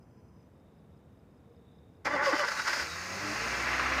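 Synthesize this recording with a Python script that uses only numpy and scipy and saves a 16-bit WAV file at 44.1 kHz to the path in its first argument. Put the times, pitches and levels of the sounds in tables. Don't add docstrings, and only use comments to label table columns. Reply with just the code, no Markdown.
import sys
import numpy as np
from scipy import signal
from scipy.fft import rfft, irfft
from scipy.io import wavfile

SR = 44100
rng = np.random.default_rng(int(sys.argv[2]) if len(sys.argv) > 2 else 0)


def wav_out(sig):
    wavfile.write(sys.argv[1], SR, np.round(np.clip(np.atleast_2d(sig).T, -1, 1) * 32767).astype(np.int16))


N = 176400
T = np.arange(N) / SR

# frequency in Hz, level in dB.
GEAR_SPECTRUM = [(70, -34), (120, -28), (310, -10.5), (594, -2), (751, -8.5), (883, -2.5), (2080, -3),
                 (2350, -13), (2900, -25), (4200, -35), (8800, -104)]
RASP_SPECTRUM = [(1500, -11.5), (2700, 3.5), (3800, -5), (4900, 7.5), (6100, -3.5), (6700, -2.5),
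                 (7600, -12.5), (12500, -23.5), (14500, -22.5)]
HISS_SPECTRUM = [(2500, -19), (3650, -9), (4300, 1), (5050, 3), (5900, -1.5), (6600, 1), (7400, -9.5),
                 (9000, -13.5), (10300, -18.5), (11400, -18.5), (12500, -20), (15000, -21)]


def amp(db):
    return 10 ** (np.asarray(db) / 20)


def unit(x):
    return x / np.sqrt(np.mean(x ** 2) + 1e-20)


def curve(rows, column=1):
    rows = np.array(rows, float)
    return np.interp(T, rows[:, 0], rows[:, column])


def fader(rows, column=1):
    holds_to_end = rows[-1][0] > .9 * T[-1]
    return amp(curve(rows, column)) * (T >= rows[0][0]) * ((T <= rows[-1][0]) | holds_to_end)


def swell(peak_s, half_s):
    return np.exp(-((T - peak_s) / half_s) ** 2)


def drift(hz):
    f = np.fft.rfftfreq(N, 1 / SR)
    return unit(irfft(rfft(rng.standard_normal(N)) * np.exp(-(f / hz) ** 2), N))


def colour(x, spectrum, ring=0):
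    # centre in Hz, width in Hz, lift in dB.
    block_modes = [(877, 120, 7.5), (1161, 52, 10), (1500, 160, 8), (1968, 190, 10.5)]
    f = np.fft.rfftfreq(N, 1 / SR)
    hz, db = np.transpose(spectrum)
    ring_db = sum(lift / (1 + (2 * (f - centre) / width) ** 2) for centre, width, lift in block_modes)
    eq_db = np.interp(np.log(f + 1), np.log(hz + 1), db) + ring * ring_db
    cepstrum = irfft(np.log(amp(np.maximum(eq_db, -100))), N)
    cepstrum[1:N // 2] *= 2
    cepstrum[N // 2 + 1:] = 0
    return unit(irfft(rfft(x) * np.exp(rfft(cepstrum)), N))


def impacts(per_s, spread_db):
    size = amp(spread_db * np.minimum(rng.exponential(1, N), 3))
    return unit(size * rng.choice([-1., 1.], N) * (rng.random(N) < per_s / SR))


def tone(cycles):
    return np.sqrt(2) * np.sin(2 * np.pi * (cycles + rng.random()))


def strokes(cycles, base, decay, uneven_db):
    strength = amp(uneven_db * np.clip(rng.standard_normal(N), -2, 2))[cycles.astype(int)]
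    return base + strength * np.exp(-(cycles % 1) / decay)


def pip(at_s, hz=5070, fall_hz_per_s=20000):
    t = T - at_s
    return swell(at_s, half_s=.0058) * tone(t * (hz - fall_hz_per_s * t / 2))


def yard():
    # frequency in Hz, level in dB.
    air_spectrum = [(15, -40), (25, -26), (75, 3), (198, -0.5), (340, -8), (469, -8), (552, -12),
                    (970, -19.5), (3170, -36), (3720, -45), (4380, -40.5), (15500, -47)]
    chirp_times = [.029, .181, .399, .601, .789, .975, 1.195, 1.379, 1.566, 1.787, 1.971]
    # time in seconds, level in dB.
    insect_levels = [(.3, -96), (.65, -84.5), (1.4, -88.5), (1.72, -78), (2.05, -89)]
    # pitch in Hz, level in dB.
    whistle_tones = [(1001, -79), (6002, -89.5)]
    air = amp(-57) * colour(rng.standard_normal(N), air_spectrum)
    chirps = sum(amp(-80.5 - 4 * k + 2 * rng.standard_normal()) * pip(s - .033 * k)
                 for s in chirp_times for k in range(3))
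    insects = fader(insect_levels) * drift(hz=260) * tone(3680 * T)
    whistle = sum(amp(db) * tone(hz * T) for hz, db in whistle_tones)
    whistle += amp(-89) * drift(hz=90) * tone(5070 * T)
    hum = amp(-69) * swell(1.55, half_s=.35) * tone(470 * T) * drift(hz=22)
    return air + chirps + insects + whistle * (T < .474) + hum


def engine_bay(x, wet_db, t60_s):
    t = T[:SR // 2]
    tail = rng.standard_normal(len(t)) * amp(-60 * t / t60_s) * (t > .003)
    return x + amp(wet_db) * signal.fftconvolve(x, tail / np.linalg.norm(tail))[:N]


def starter_coasting():
    # time in seconds, turns per second, whirr level in dB.
    rotor = [(2.54, 314, -70), (2.6, 321, -61), (2.8, 338, -61), (2.92, 322, -58), (3.1, 276, -53.5),
             (3.45, 200, -53), (3.8, 130, -62)]
    # multiple of the rotor speed, relative level in dB.
    whine_partials = [(12, 3), (18, -6)]
    # peak time in seconds, half length in seconds, level in dB.
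    flares = [(2.6, .035, -52), (2.925, .045, -53.5)]
    turns = np.cumsum(curve(rotor) * (1 + .004 * drift(136))) / SR
    comb = sum(amp(3 * drift(9)) * tone(k * turns) for k in range(15, 43, 3))
    lowpass = signal.butter(10, 6700, fs=SR, output="sos")
    whirr = signal.sosfilt(lowpass, colour(comb, HISS_SPECTRUM)) * fader(rotor, column=2)
    whine = sum(amp(db) * tone(k * turns) for k, db in whine_partials)
    whine *= sum(amp(db) * swell(s, half) for s, half, db in flares)
    return whirr + whine


def starter_clack(rise_s=.002):
    # start in seconds, body level in dB, treble level in dB, decay in seconds.
    slams = [(2.054, -26, -36, 0.006), (2.063, -27, -41.5, 0.02)]
    noise = rng.standard_normal(N)
    body, treble = colour(noise, GEAR_SPECTRUM, ring=.13), colour(noise, RASP_SPECTRUM)
    clacks = np.zeros(N)
    for s, body_db, treble_db, decay in slams:
        envelope = np.clip((T - s) / rise_s, 0, 1) * np.exp(-abs(T - s) / decay)
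        clacks += envelope * (amp(body_db) * body + amp(treble_db) * treble)
    return clacks


def starter_cranking():
    # time in seconds, pitch in Hz, level in dB.
    mesh = [(2.05, 330, -74), (2.075, 563.6, -45), (2.1, 573.7, -53), (2.145, 599.4, -36),
            (2.175, 520, -50), (2.23, 604, -42), (2.252, 571, -43), (2.275, 556.2, -31), (2.298, 520, -34),
            (2.315, 440, -48), (2.335, 605, -38), (2.37, 607.3, -45), (2.412, 591.6, -35), (2.44, 500, -45),
            (2.48, 458.6, -53), (2.52, 440, -85)]
    # multiple of the mesh pitch, relative level in dB.
    mesh_partials = [(1, 0), (2, -.5), (3, -11), (4, -18), (5, -13), (6, -16)]
    chatter_partials = [(.5, -2), (1.5, -2.5), (2.5, -14)]
    # peak time in seconds, half length in seconds, level in dB.
    chatter_swells = [(2.145, 0.027, -39.5), (2.339, 0.0081, -29)]
    # time in seconds, gear rattle in dB, treble rasp in dB.
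    grind = [(2.045, -56, -70), (2.053, -36, -38.5), (2.075, -32.5, -56), (2.1, -39, -49.5),
             (2.15, -31.5, -50), (2.212, -29, -53.5), (2.235, -31, -45.5), (2.283, -35.5, -39),
             (2.335, -25.5, -43.5), (2.368, -34, -41), (2.405, -39.5, -38), (2.445, -28.5, -46.5),
             (2.47, -41.5, -42.5), (2.6, -42, -58), (2.7, -40, -41.5), (2.825, -40, -40), (2.86, -67, -80)]
    teeth = np.cumsum(curve(mesh) * (1 + .015 * drift(150))) / SR
    sing = sum(amp(db + 2.5 * drift(45)) * tone(k * teeth) * (1 + .3 * drift(140))
               for k, db in mesh_partials) * fader(mesh, column=2)
    chatter = sum(amp(db) * tone(k * teeth) * (1 + .057 * drift(72)) for k, db in chatter_partials)
    chatter *= sum(amp(db) * swell(s, half) for s, half, db in chatter_swells)
    bite = strokes(teeth / 2, base=.4, decay=.4, uneven_db=2)
    every_second_tooth = np.diff(np.floor(teeth / 2), prepend=0)
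    strikes = unit(every_second_tooth * (1 + .8 * rng.standard_normal(N)))
    grit = unit(bite * impacts(7000, spread_db=2))
    rattle = colour(.5 * strikes + grit, GEAR_SPECTRUM, ring=1) * fader(grind)
    rasp = colour(bite * impacts(12000, spread_db=-2.5), RASP_SPECTRUM) * fader(grind, column=2)
    return sing + chatter + rattle + rasp


def first_firings(fall_s=.0097):
    # peak time in seconds, rise in seconds, level in dB.
    jolts = [(2.166, 0.011, -38), (2.264, 0.023, -28.5), (2.34, 0.0088, -41.5), (2.395, 0.0024, -27.5),
             (2.45, 0.012, -31.5), (2.486, 0.009, -27), (2.521, 0.013, -29.5), (2.601, 0.023, -30),
             (2.682, 0.011, -22.5), (2.699, 0.0039, -30), (2.734, 0.006, -24.5), (2.771, 0.011, -33.5),
             (2.799, 0.0096, -32.5), (2.828, 0.006, -32)]
    # frequency in Hz, level in dB.
    jolt_spectrum = [(88, -54), (432, -23), (576, 1), (759, -14.5), (1530, 7.5), (3170, -26), (4000, -17),
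                     (5200, -65), (8800, -120)]
    power = sum((amp(db) * np.exp(-abs(T - s) / np.where(T < s, rise, fall_s))) ** 2
                for s, rise, db in jolts)
    hits = impacts(7000, spread_db=1.5)
    clatter = colour(hits, jolt_spectrum, ring=.93) + amp(-10) * colour(hits, RASP_SPECTRUM)
    return np.sqrt(power) * clatter


def engine_running():
    # time in seconds, firings per second.
    revs = [(2.45, 14), (2.7, 29), (2.88, 40), (3.09, 46.3), (3.29, 52.5), (3.49, 58.4), (3.92, 65.1),
            (4.0, 64.8)]
    # time in seconds, then clatter, valve and belt hiss, and rumble in dB.
    mix = [(2.06, -79, -62, -40), (2.44, -77, -58, -63), (2.52, -42.5, -44.5, -82), (2.83, -39, -44, -47.5),
           (2.9, -41.5, -46.5, -65.5), (3.15, -40, -46, -46.5), (3.3, -36, -44, -49),
           (3.5, -34, -43.5, -45.5), (3.75, -32, -45, -49.5), (4.0, -32, -46, -42.5)]
    # frequency in Hz, level in dB.
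    clatter_spectrum = [(180, -42.5), (300, -7), (560, -10.5), (680, -1.5), (780, -9), (1160, 0), (1950, 0),
                        (2750, -4.5), (3100, -15), (4200, -15), (8800, -94)]
    rumble_spectrum = [(30, -17), (70, 0.5), (120, 2), (1000, 2), (2000, -57)]
    # time in seconds, then levels in dB at 1, 2 and 4 times the firing rate.
    hum_levels = [(2.8, -93, -55.5, -64), (3.3, -61, -51.5, -50), (3.5, -50, -54, -54),
                  (3.75, -47, -54, -50.5), (4.0, -43.5, -57, -45)]
    # multiple of the firing rate, level in dB against the clatter.
    shaft_partials = [(8, -20), (11.8, -19), (88.8, -25)]
    firings = np.cumsum(curve(revs) * (1 + .00467 * drift(22.3))) / SR

    onset_s, full_s, decay_s = 3.45, 3.795, .007
    since_knock_s = (firings - np.interp(full_s, T, firings)) % 4 / curve(revs)
    knock = amp(1.5) * np.exp(-since_knock_s / decay_s) * np.interp(T, [onset_s, full_s], [0, 1])

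    pulse = strokes(firings, base=9.9, decay=1, uneven_db=0) * (1 + knock)
    valves = strokes(2 * firings, base=2.5, decay=.25, uneven_db=3)
    clatter = colour(pulse * impacts(9000, spread_db=1.46), clatter_spectrum, ring=.31) * fader(mix)
    hiss = colour(valves * impacts(15000, spread_db=-1.5), HISS_SPECTRUM) * fader(mix, column=2)
    rumble = colour(pulse * rng.standard_normal(N), rumble_spectrum) * fader(mix, column=3)
    hum = sum(tone(k * firings) * fader(hum_levels, column) for column, k in enumerate((1, 2, 4), 1))
    whines = sum(amp(db) * tone(k * firings) * (1 + .5 * drift(18)) for k, db in shaft_partials)
    boom = amp(-40) * swell(3.278, half_s=.052) * tone(301.5 * T) * (1 + .25 * drift(70))
    return clatter + hiss + rumble + hum + whines * fader(mix) + boom


def scene():
    car = starter_cranking() + starter_clack() + first_firings() + engine_running() + starter_coasting()
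    return (engine_bay(car, wet_db=-12, t60_s=.036) + yard())[None]


def record(dry):
    threshold_db, half_window_s, cutoff_hz = -20.5, .002, 15600
    window = signal.windows.hann(2 * int(half_window_s * SR) + 1) / (half_window_s * SR)
    power = signal.oaconvolve(dry ** 2, window[None], "same")
    limited = dry / (1 + (power / amp(threshold_db) ** 2) ** 2) ** .25
    lowpass = signal.firwin(511, cutoff_hz, window=("kaiser", 9), fs=SR)
    return signal.oaconvolve(limited, lowpass[None], "same")


dry = scene()
out = record(dry)
wav_out(out)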